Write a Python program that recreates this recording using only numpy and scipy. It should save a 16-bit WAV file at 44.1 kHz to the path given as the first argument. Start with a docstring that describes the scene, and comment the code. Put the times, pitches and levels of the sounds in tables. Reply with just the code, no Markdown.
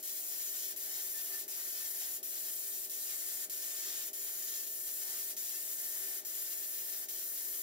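"""Sandblasting in a steel cabinet

Inside a sheet-metal blast cabinet a gun strips rust from a steel clamp screw, heard at two microphone ports.
Up front the nozzle hisses (shaped noise), grit sprays off the part (tiny impacts) and the cabinet roars
(resonant noise). The jet sizzles and faintly whistles on the steel; now and then the level dips briefly.
Behind it a motor hums (sines), a fan rumbles, and the glove and box add breaths, booms and soft thuds."""
import sys
import numpy as np
from scipy import signal
from scipy.fft import rfft, irfft
from scipy.io import wavfile
from scipy.ndimage import uniform_filter1d

SR = 44100
rng = np.random.default_rng(int(sys.argv[2]) if len(sys.argv) > 2 else 0)


def inscribe(sig):
    """Save sig as 16-bit PCM at rate SR to the path in sys.argv[1].

    A 1-D sig is mono; a 2-D sig holds one channel per row.
    Samples are clipped to [-1, 1] before scaling.
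    """
    pcm = np.round(np.clip(np.atleast_2d(sig).T, -1, 1) * 32767)
    wavfile.write(sys.argv[1], SR, pcm.astype(np.int16))


N = 336042
TIME = np.arange(N) / SR   # s
FREQ = np.maximum(np.arange(N // 2 + 1) * SR / N, 1)   # Hz


def from_db(db):
    """Decibels to gain."""
    return 10 ** (np.asarray(db) / 20)


def rms_one(x):
    """Scale to unit power."""
    return x / np.sqrt(np.mean(x ** 2) + 1e-20)


def evened(x, size=4400):
    """A steadily driven resonance keeps its strength over any stretch of size samples; rms 1."""
    power = uniform_filter1d(np.mean(x ** 2, axis=0), size=size)
    return rms_one(x / np.sqrt(power + 1e-12))


def at_hz(rows, hz):
    """Every column of a table, read on a log-frequency axis."""
    points, *columns = np.transpose(rows)
    return [np.interp(np.log(hz), np.log(points), c) for c in columns]


def at_time(rows):
    """A level in dB drawn through rows of time and level."""
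    return np.interp(TIME, *np.transpose(rows))


def drift(rate_hz):
    """Slow random wander of spread 1: noise through two equal low-pass poles."""
    step = 40   # samples between the points of the wander
    r = np.exp(-2 * np.pi * step * rate_hz / SR)
    noise = rng.standard_normal(N // step + 2002)
    slow = signal.lfilter([1], [1, -2 * r, r * r], noise)[2000:]   # drop the filter's start
    return np.interp(np.arange(N) / step, np.arange(len(slow)), rms_one(slow))


def swell(middle, length):
    """A smooth rise and fall, 1 in the middle."""
    return np.cos(np.pi * np.clip((TIME - middle) / length, -.5, .5)) ** 2


def swells(rows, column=0):
    """Level in dB summed from rows of middle, length and levels."""
    return sum(levels[column] * swell(middle, length) for middle, length, *levels in rows)


def resonance(hz, width_hz):
    """Power response of one mode, 1 on top."""
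    return 1 / (1 + ((FREQ ** 2 - hz ** 2) / (FREQ * width_hz)) ** 2)


def colour(spectrum, modes=()):
    """Gain per frequency: a smooth slope with the power of resonances added to it."""
    peaks = sum(from_db(db) ** 2 * resonance(hz, width) for hz, width, db in modes)
    return from_db(at_hz(spectrum, FREQ)[0]) * np.sqrt(1 + peaks)


def fine_notches(depth_db, spacing_hz):
    """Fine random notches make the noise grainier and leave the broad colour alone."""
    knots = np.arange(0, SR / 2, spacing_hz)
    depths = rng.random(len(knots)) ** 1.5
    notches = from_db(-depth_db * np.interp(FREQ, knots, depths))
    return notches / np.sqrt(uniform_filter1d(notches ** 2, size=4000))


def shifting_grain(x, depth_db, spacing_hz, rate_hz, count):
    """The grain of the noise shifts at random from one notch pattern into another."""
    spectrum = rfft(x)
    weights = np.exp(3 * np.array([drift(rate_hz) for _ in range(count)]))
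    weights = weights / weights.sum(axis=0)
    patterns = [irfft(spectrum * fine_notches(depth_db, spacing_hz), N) for _ in range(count)]
    notched = np.array([rms_one(p) for p in patterns])
    alike = np.mean(notched[0] * notched[1:])
    power = alike + (1 - alike) * np.sum(weights ** 2, axis=0)   # the blend keeps its loudness
    return rms_one(np.sum(weights[:, None] * notched, axis=0) / np.sqrt(power))


def air():
    """Three unrelated turbulent noises: one that both ports share and one for each alone."""
    return rng.standard_normal((3, N))


def grit(per_s, size_db):
    """Countless tiny impacts of uneven strength, dealt to the same three paths."""
    sizes = from_db(size_db * np.minimum(rng.exponential(1, (3, N)), 5))
    signs = rng.choice([-1, 1], (3, N))
    hits = rng.random((3, N)) < per_s / SR
    return rms_one(sizes * signs * hits)


# The two microphone ports. 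Each row: frequency in Hz, likeness from 0 to 1,
# lead of the right port in radians, left minus right in dB.
PORTS = [(60, 1, 0.04, -1), (356, 0.32, 0.45, 3.5), (660, 0.89, 0.88, -3), (1400, 0.68, 1.22, 4),
         (2540, 0.23, 0.58, 2), (4800, 0.03, 0.9, 2), (6220, 0.9, 2.08, 3), (8030, 0.68, 1.73, 3),
         (9700, 0.17, 4.7, 2.5), (11900, 0.08, 2, 4), (16500, 0.3, 0.68, 3)]


def heard(paths, gain):
    """Colour a source and bring it to the two ports, partly shared and partly separate; rms 1."""
    alike, lead, tilt_db = at_hz(PORTS, FREQ)
    alike = np.clip(alike, 0, 1)
    spectra = rfft(paths)
    direct = spectra[0] * np.exp(.5j * lead * [[-1], [1]])
    both = np.sqrt(alike) * direct + np.sqrt(1 - alike) * spectra[1:]
    return rms_one(irfft(both * gain * from_db(tilt_db * [[.5], [-.5]]), N))


# Brief dips in level. Each row: moment of return in seconds, length of the dip in seconds, depth in dB.
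DIPS = [(0.027, 0.049, -14.5), (0.762, 0.044, -13), (1.479, 0.058, -15.5), (2.229, 0.058, -20),
        (2.896, 0.042, -11), (3.497, 0.048, -20), (4.131, 0.045, -18), (4.665, 0.02, -5),
        (5.366, 0.05, -14), (6.249, 0.061, -19), (7.085, 0.042, -16)]
DIP_BEND = 0.86   # below 1 the fall in dB is a little steeper at first
# in each dip the spray and the roar fall less far than the hiss
SPRAY_DIP_SHARE, ROAR_DIP_SHARE = 0.8, 0.61


def dip_gain(share=1):
    """The level falls away through each dip and is back within a millisecond."""
    db = np.zeros(N)
    for back, length, depth_db in DIPS:
        progress = np.clip((TIME - back) / length + 1, 0, 1) * (TIME < back)
        db += depth_db * progress ** DIP_BEND
    return uniform_filter1d(from_db(share * db), size=16)


AFTER_DIP_S = 0.093


def after_dip():
    """1 as the level returns from a dip, then fading smoothly to 0."""
    return sum((TIME >= back) * np.exp(-((TIME - back) / AFTER_DIP_S) ** 2) for back, *_ in DIPS)


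# Air rumble in the cabinet. Each row: frequency in Hz, gain in dB.
FAN_COLOUR = [(20, -36), (60, -15), (150, -12), (200, -6.5), (260, -8), (330, 0), (420, 1.5), (500, -3.5),
              (800, -9.5), (1200, -11), (3000, -9), (12000, -18)]
# Resonances of the rumble. Each row: frequency in Hz, width in Hz, level over the colour in dB.
FAN_MODES = [(312, 26, -.5), (384, 28, 5), (618, 26, 5)]
FAN_DB = -68.2   # between the dips


def fan():
    """Air drawn through the cabinet rumbles in its lowest resonances."""
    return heard(air(), colour(FAN_COLOUR, FAN_MODES)) * from_db(FAN_DB + drift(6.8))


# Shaft orders of the extractor motor. Each row: multiple of the shaft rate, relative level in dB.
MOTOR_ORDERS = [(1, -52), (2, -21), (3, -17), (4, -7.5), (5, -6.5), (6, 0), (7, 3), (8, -13), (9, -6.5),
                (10, -9), (11, 2), (12, -24), (13, -8), (14, -8.5), (15, -12.5), (18, -28)]
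MOTOR_HZ, MOTOR_DB = 57.0, -65.7   # shaft rate; level of the whole hum between the dips
PANEL_HZ, PANEL_DB = 181, -16   # a lone tone beside the shaft orders, level relative to them


def motor():
    """Sines on the shaft orders waver a little; their phases skip at the end of every dip."""
    stretch = np.searchsorted([back for back, *_ in DIPS], TIME)
    turns = MOTOR_HZ * TIME + 0.00086 * drift(3.2)
    tones = [(order * MOTOR_HZ, db) for order, db in MOTOR_ORDERS] + [(PANEL_HZ, PANEL_DB)]
    out = 0
    for hz, db in tones:
        alike, lead, tilt_db = at_hz(PORTS, hz)
        phases = np.exp(2j * np.pi * rng.random(len(DIPS) + 1))
        skip = uniform_filter1d(phases[stretch], size=400)
        tone = from_db(db + 0.55 * drift(2.3)) * skip * np.exp(2j * np.pi * turns * hz / MOTOR_HZ)
        # the ports hear it a moment apart
        out = out + np.real(tone * np.exp(.5j * lead * np.array([[-1], [1]])))
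    return from_db(MOTOR_DB) * rms_one(out)


def extractor():
    """The motor's hum and the fan's rumble come up a little in level, by less than 4.6 dB, while the hiss dips."""
    return (motor() + fan()) * from_db(4.6 * (1 - dip_gain()))


# Soft thuds near the end of some dips. Each row: start in seconds, peak level in dB.
THUDS = [(.758, -66), (1.477, -75), (2.894, -68), (7.082, -80)]


def thuds():
    """Short, dull pulses of pressure, each at its peak 0.82 ms after it starts."""
    out = np.zeros(N)
    for start, db in THUDS:
        age = np.clip((TIME - start) / 0.00082, 0, 50)
        out += from_db(db) * age * np.exp(1 - age)
    return out


# The jet blows across a hollow of the glove. Each row: middle in seconds, length in seconds,
# start frequency in Hz, end frequency in Hz, level in dB.
HOOTS = [(1.35, 0.16, 697, 697, -71), (2.046, 0.2, 740, 749, -71), (5.086, 0.187, 656, 1030, -72),
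         (5.172, 0.06, 1196, 1260, -65)]


def hoots():
    """Narrow, breathy resonances swell, some gliding in pitch as the hollow changes shape."""
    out = np.zeros(N)
    for middle, length, start_hz, end_hz, db in HOOTS:
        progress = np.clip((TIME - middle) / length + .5, 0, 1)
        phase = 2 * np.pi * np.cumsum(start_hz + (end_hz - start_hz) * progress) / SR
        breath = drift(35) * np.cos(phase) + drift(39) * np.sin(phase)
        out += from_db(db) * np.sin(np.pi * progress) * breath
    return out


# Swells as the jet meets the glove. Each row: middle in seconds, length in seconds, rise in dB.
HOLLOWS = [(.25, .6, 7), (.95, 0.34, 12), (1.25, .4, 6), (2.04, 0.2, 7), (3.9, .26, 7), (4.45, .4, 4),
           (5.08, .22, 8), (6.0, 0.31, 6), (6.7, .7, 0)]
HOLLOW_HZ, HOLLOW_WIDTH_HZ, HOLLOW_DB = 725, 110, -81   # level between the swells


def hollow():
    """Air rushes in the folds of the glove: a breathy, narrow band of noise."""
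    rush = evened(heard(air(), resonance(HOLLOW_HZ, HOLLOW_WIDTH_HZ)))
    return rush * from_db(HOLLOW_DB + swells(HOLLOWS))


# Lowest air modes of the cabinet. Each row: frequency in Hz, width in Hz, relative level in dB.
BOX_MODES = [(312, 30, -9), (384, 26, 0)]
# The jet turns into the open cabinet. Each row: middle in seconds, length in seconds, rise in dB.
BOOMS = [(1.32, .4, 8.5), (3.89, 0.22, 12.5), (6.11, 0.53, 11)]
BOOM_DB = -75   # between the booms


def boom():
    """The lowest air modes of the box, driven by noise, carry on through the dips."""
    modes = sum(from_db(db) * resonance(hz, width) for hz, width, db in BOX_MODES)
    return evened(heard(air(), modes)) * from_db(BOOM_DB + swells(BOOMS))


# The turning part swings into the jet (+) or out of it (-), also for the roar and spray below.
# Each row: middle in seconds, length in seconds, changes of roar, of grit spray and of thin ring in dB.
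PASSES = [(.17, 0.53, -1.5, 0.5, -10), (.41, 0.29, 0, 3, 0), (.64, 0.22, -2.5, 3, -7),
          (.92, 0.25, 2.5, 1.5, 2), (1.17, .16, 1, 2, 10), (1.35, 0.14, 4.5, 2, 14), (1.59, 0.22, 4, 2, -2),
          (1.82, 0.2, 3.5, 4.5, 7), (2.04, 0.18, 2.5, 3, -2), (2.38, 0.11, .5, 1.5, -5),
          (2.58, 0.25, -2.5, -1, -5), (2.8, 0.56, -4, -0.5, -2), (3.1, .2, 1.5, 3, 0),
          (3.32, 0.43, 2, 2, 2), (3.77, 0.5, 2.5, 3, 4), (3.97, 0.35, 2.5, 4, 3.5),
          (4.36, 0.53, 1, -0.5, -2), (4.54, 0.52, 1, 3, 5.5), (4.8, 0.85, -2.5, -2, -1),
          (5.11, .32, 3, 2.5, 2), (5.54, 0.12, 1, 1, 6), (5.78, 0.2, -.5, 0, 1), (6.06, 0.71, 4, 1, 5),
          (6.44, 0.43, 1, 1, 1), (6.7, 0.36, 0, 0, 0), (6.95, 0.3, 1, 0.5, 4), (7.3, .67, -1, -2, -1)]
RING_HZ, RING_WIDTH_HZ = 1780, 25
RING_DB, RING_AFTER_DIP_DB = -68, -3   # level between passes; its change just after a dip


def ring():
    """One thin mode of the cabinet sings out as the part deflects the jet."""
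    tone = evened(heard(air(), resonance(RING_HZ, RING_WIDTH_HZ)), size=1500)
    level_db = RING_DB + swells(PASSES, column=2) + RING_AFTER_DIP_DB * after_dip()
    return tone * from_db(level_db) * dip_gain(ROAR_DIP_SHARE)


# The jet catches an edge. Each row: middle in seconds, length in seconds, rise in dB.
EDGES = [(.44, .35, 7), (2.15, 0.27, 8), (3.25, .45, -2), (3.76, 2.3, 5.5), (4.42, 0.37, 3), (5.35, 3.8, 2),
         (6.4, 0.16, 3), (6.9, 0.41, -7), (7.55, .3, 2)]
WHISTLE_HZ, WHISTLE_WIDTH_HZ, WHISTLE_WAVER_HZ = 7025, 240, 25
WHISTLE_DB = -57   # between the edges


def whistle():
    """The jet sings on an edge of the steel, wavering in pitch as the hand trembles."""
    band = resonance(WHISTLE_HZ, WHISTLE_WIDTH_HZ) * fine_notches(depth_db=6, spacing_hz=30)
    tone = evened(heard(air(), band))
    shift_hz = WHISTLE_WAVER_HZ * drift(5)
    tone = np.real(signal.hilbert(tone) * np.exp(2j * np.pi * np.cumsum(shift_hz) / SR))
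    return tone * from_db(WHISTLE_DB + swells(EDGES) + 1.2 * drift(7.1)) * dip_gain()


# Sizzle of the splashing jet. Each row: time in seconds, level in dB.
SIZZLE_LEVEL = [(0, -51), (.5, -52.5), (2.0, -54), (2.5, -49.5), (3.3, -48), (4.0, -50.5), (4.3, -56),
                (5.0, -49.5), (6.1, -49), (6.4, -54), (7.62, -54)]
# Its band of hiss. Each row: frequency in Hz, gain in dB.
SIZZLE_COLOUR = [(4000, -37), (7000, 0.5), (8300, 2.5), (9300, 3), (11500, -24)]
SIZZLE_AFTER_DIP_DB = -3.5   # change just after a dip


def sizzle():
    """The jet splashes off the steel in a band of hiss just under that of the nozzle."""
    level_db = at_time(SIZZLE_LEVEL) + SIZZLE_AFTER_DIP_DB * after_dip()
    return heard(air(), colour(SIZZLE_COLOUR)) * from_db(level_db) * dip_gain()


# Roar of the sheet metal. Each row: frequency in Hz, gain in dB.
ROAR_COLOUR = [(80, -60), (450, -14), (700, -3.5), (1050, -7), (1450, -5), (2100, 2), (2700, -10),
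               (4000, -18), (8000, -17)]
# Modes of the cabinet. Each row: frequency in Hz, width in Hz, level over the colour in dB.
CABINET_MODES = [(705, 26, 9), (905, 20, 7), (985, 24, 4), (1093, 10, 5), (1143, 10, 3), (1213, 11, 15),
                 (1255, 20, 0), (1385, 30, 2), (1420, 16, 7), (1450, 16, 4), (1484, 12, 9), (1543, 14, 12),
                 (1600, 14, 8), (1675, 20, 2), (1735, 26, 4), (1781, 40, 3), (1833, 14, 10), (1908, 14, 7),
                 (1975, 24, 4), (2025, 14, 1), (2115, 44, 3), (2230, 40, 0), (2395, 24, 3), (2485, 40, 1),
                 (2725, 24, 4), (2905, 60, 8)]
ROAR_DB, ROAR_AFTER_DIP_DB = -63.0, -3   # level between passes; its change just after a dip


def roar(feed):
    """Noise drives the crowded modes of the cabinet."""
    x = heard(air(), colour(ROAR_COLOUR, CABINET_MODES))
    x = shifting_grain(x, depth_db=8, spacing_hz=14, rate_hz=1.8, count=6)
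    flutter_db = 0.51 * feed + 0.76 * drift(37)
    level_db = ROAR_DB + swells(PASSES) + ROAR_AFTER_DIP_DB * after_dip() + flutter_db
    return x * from_db(level_db) * dip_gain(ROAR_DIP_SHARE)


# Grit spraying off the part. Each row: frequency in Hz, gain in dB.
SPRAY_COLOUR = [(200, -57), (1500, -14.5), (2450, -5.5), (3200, -1.5), (4200, -0.1), (5700, 3.5),
                (7500, 5.5), (10000, -32)]
# Modes of the steel part. Each row: frequency in Hz, width in Hz, level over the colour in dB.
PART_MODES = [(2990, 50, -1), (3300, 50, -3), (3620, 70, -1), (4100, 170, -3), (5190, 140, -2),
              (5560, 120, -5), (5835, 100, 1)]
SPRAY_DB = -49.5   # between passes


def spray(feed):
    """Countless grit impacts excite the modes of the part, louder and softer with the abrasive feed."""
    x = heard(grit(per_s=7000, size_db=1.0), colour(SPRAY_COLOUR, PART_MODES))
    x = shifting_grain(x, depth_db=36, spacing_hz=42, rate_hz=6, count=12)
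    level_db = SPRAY_DB + swells(PASSES, column=1) + 1.37 * feed
    return x * from_db(level_db) * dip_gain(SPRAY_DIP_SHARE)


# Topmost treble of the nozzle. Each row: time in seconds, change of level in dB.
SHRILL = [(0, -0.5), (.6, -0.5), (1.0, 0), (1.4, -1.5), (2.1, -2), (2.6, 0.5), (3.3, -2.5), (4.0, -1),
          (4.5, -0.5), (4.8, -1.5), (5.25, -1), (5.9, -1.5), (6.4, -0.5), (6.8, 1), (7.3, -1), (7.62, -1)]
SHRILL_HZ = 13000   # the treble above here is moved


def shrill(x):
    """The top of the hiss brightens and dulls as the gun is turned."""
    high_pass = 1 / (1 + (SHRILL_HZ / np.maximum(FREQ, 1000)) ** 24)
    top = irfft(rfft(x) * high_pass, N)
    return x + top * (from_db(at_time(SHRILL)) - 1)


# Hiss of the nozzle. Each row: frequency in Hz, gain in dB.
NOZZLE_COLOUR = [(400, -44), (2500, -69), (5000, -12), (6500, -7.5), (8700, -5.5), (10000, 0), (12500, 3),
                 (13600, 4), (14700, 6), (15700, 0.5)]
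# Its shrill bands. Each row: frequency in Hz, width in Hz, level over the colour in dB.
NOZZLE_MODES = [(9530, 150, -2), (10250, 200, -5), (13635, 110, -1), (13880, 260, -3)]
# Slow changes of the air pressure. Each row: time in seconds, change of nozzle level in dB.
PRESSURE = [(0, -1), (.5, 0), (.85, -1), (1.33, 0.5), (1.42, -1), (1.6, 0), (2.1, 0.5), (2.7, -1.2),
            (3.38, 0.5), (3.8, -1.5), (4.3, -0.5), (4.7, -0.2), (5.2, 0), (5.6, 0), (6.0, 0.5), (6.5, -0.5),
            (7.0, -1), (7.62, 0.7)]
NOZZLE_DB, NOZZLE_AFTER_DIP_DB = -37.5, -0.5   # level before the pressure changes; change just after a dip


def nozzle(feed):
    """Turbulent air leaves the nozzle as a bright hiss that flutters and follows the pressure."""
    x = heard(air(), colour(NOZZLE_COLOUR, NOZZLE_MODES))
    x = shrill(shifting_grain(x, depth_db=11, spacing_hz=30, rate_hz=3.5, count=6))
    flutter_db = .2 * feed + .55 * drift(45)
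    level_db = NOZZLE_DB + at_time(PRESSURE) + NOZZLE_AFTER_DIP_DB * after_dip() + flutter_db
    return x * from_db(level_db) * dip_gain()


def blast():
    """Air leaves the nozzle, grit hits the part and the cabinet roars, all on one uneven feed."""
    feed = drift(14.0)   # the abrasive arrives in uneven clumps
    return roar(feed) + spray(feed) + nozzle(feed)


def scene():
    """The extractor behind, the glove and the box around, the jet on the steel and the blast up front."""
    background = extractor() + thuds() + hoots() + hollow() + boom()
    return background + ring() + whistle() + sizzle() + blast()


def record(dry):
    """The top is cut steeply above 15750 Hz at both ports."""
    low_pass = signal.ellip(14, .1, 80, 15750, fs=SR, output="sos")
    return signal.sosfilt(low_pass, dry)


dry = scene()
out = record(dry)
inscribe(out)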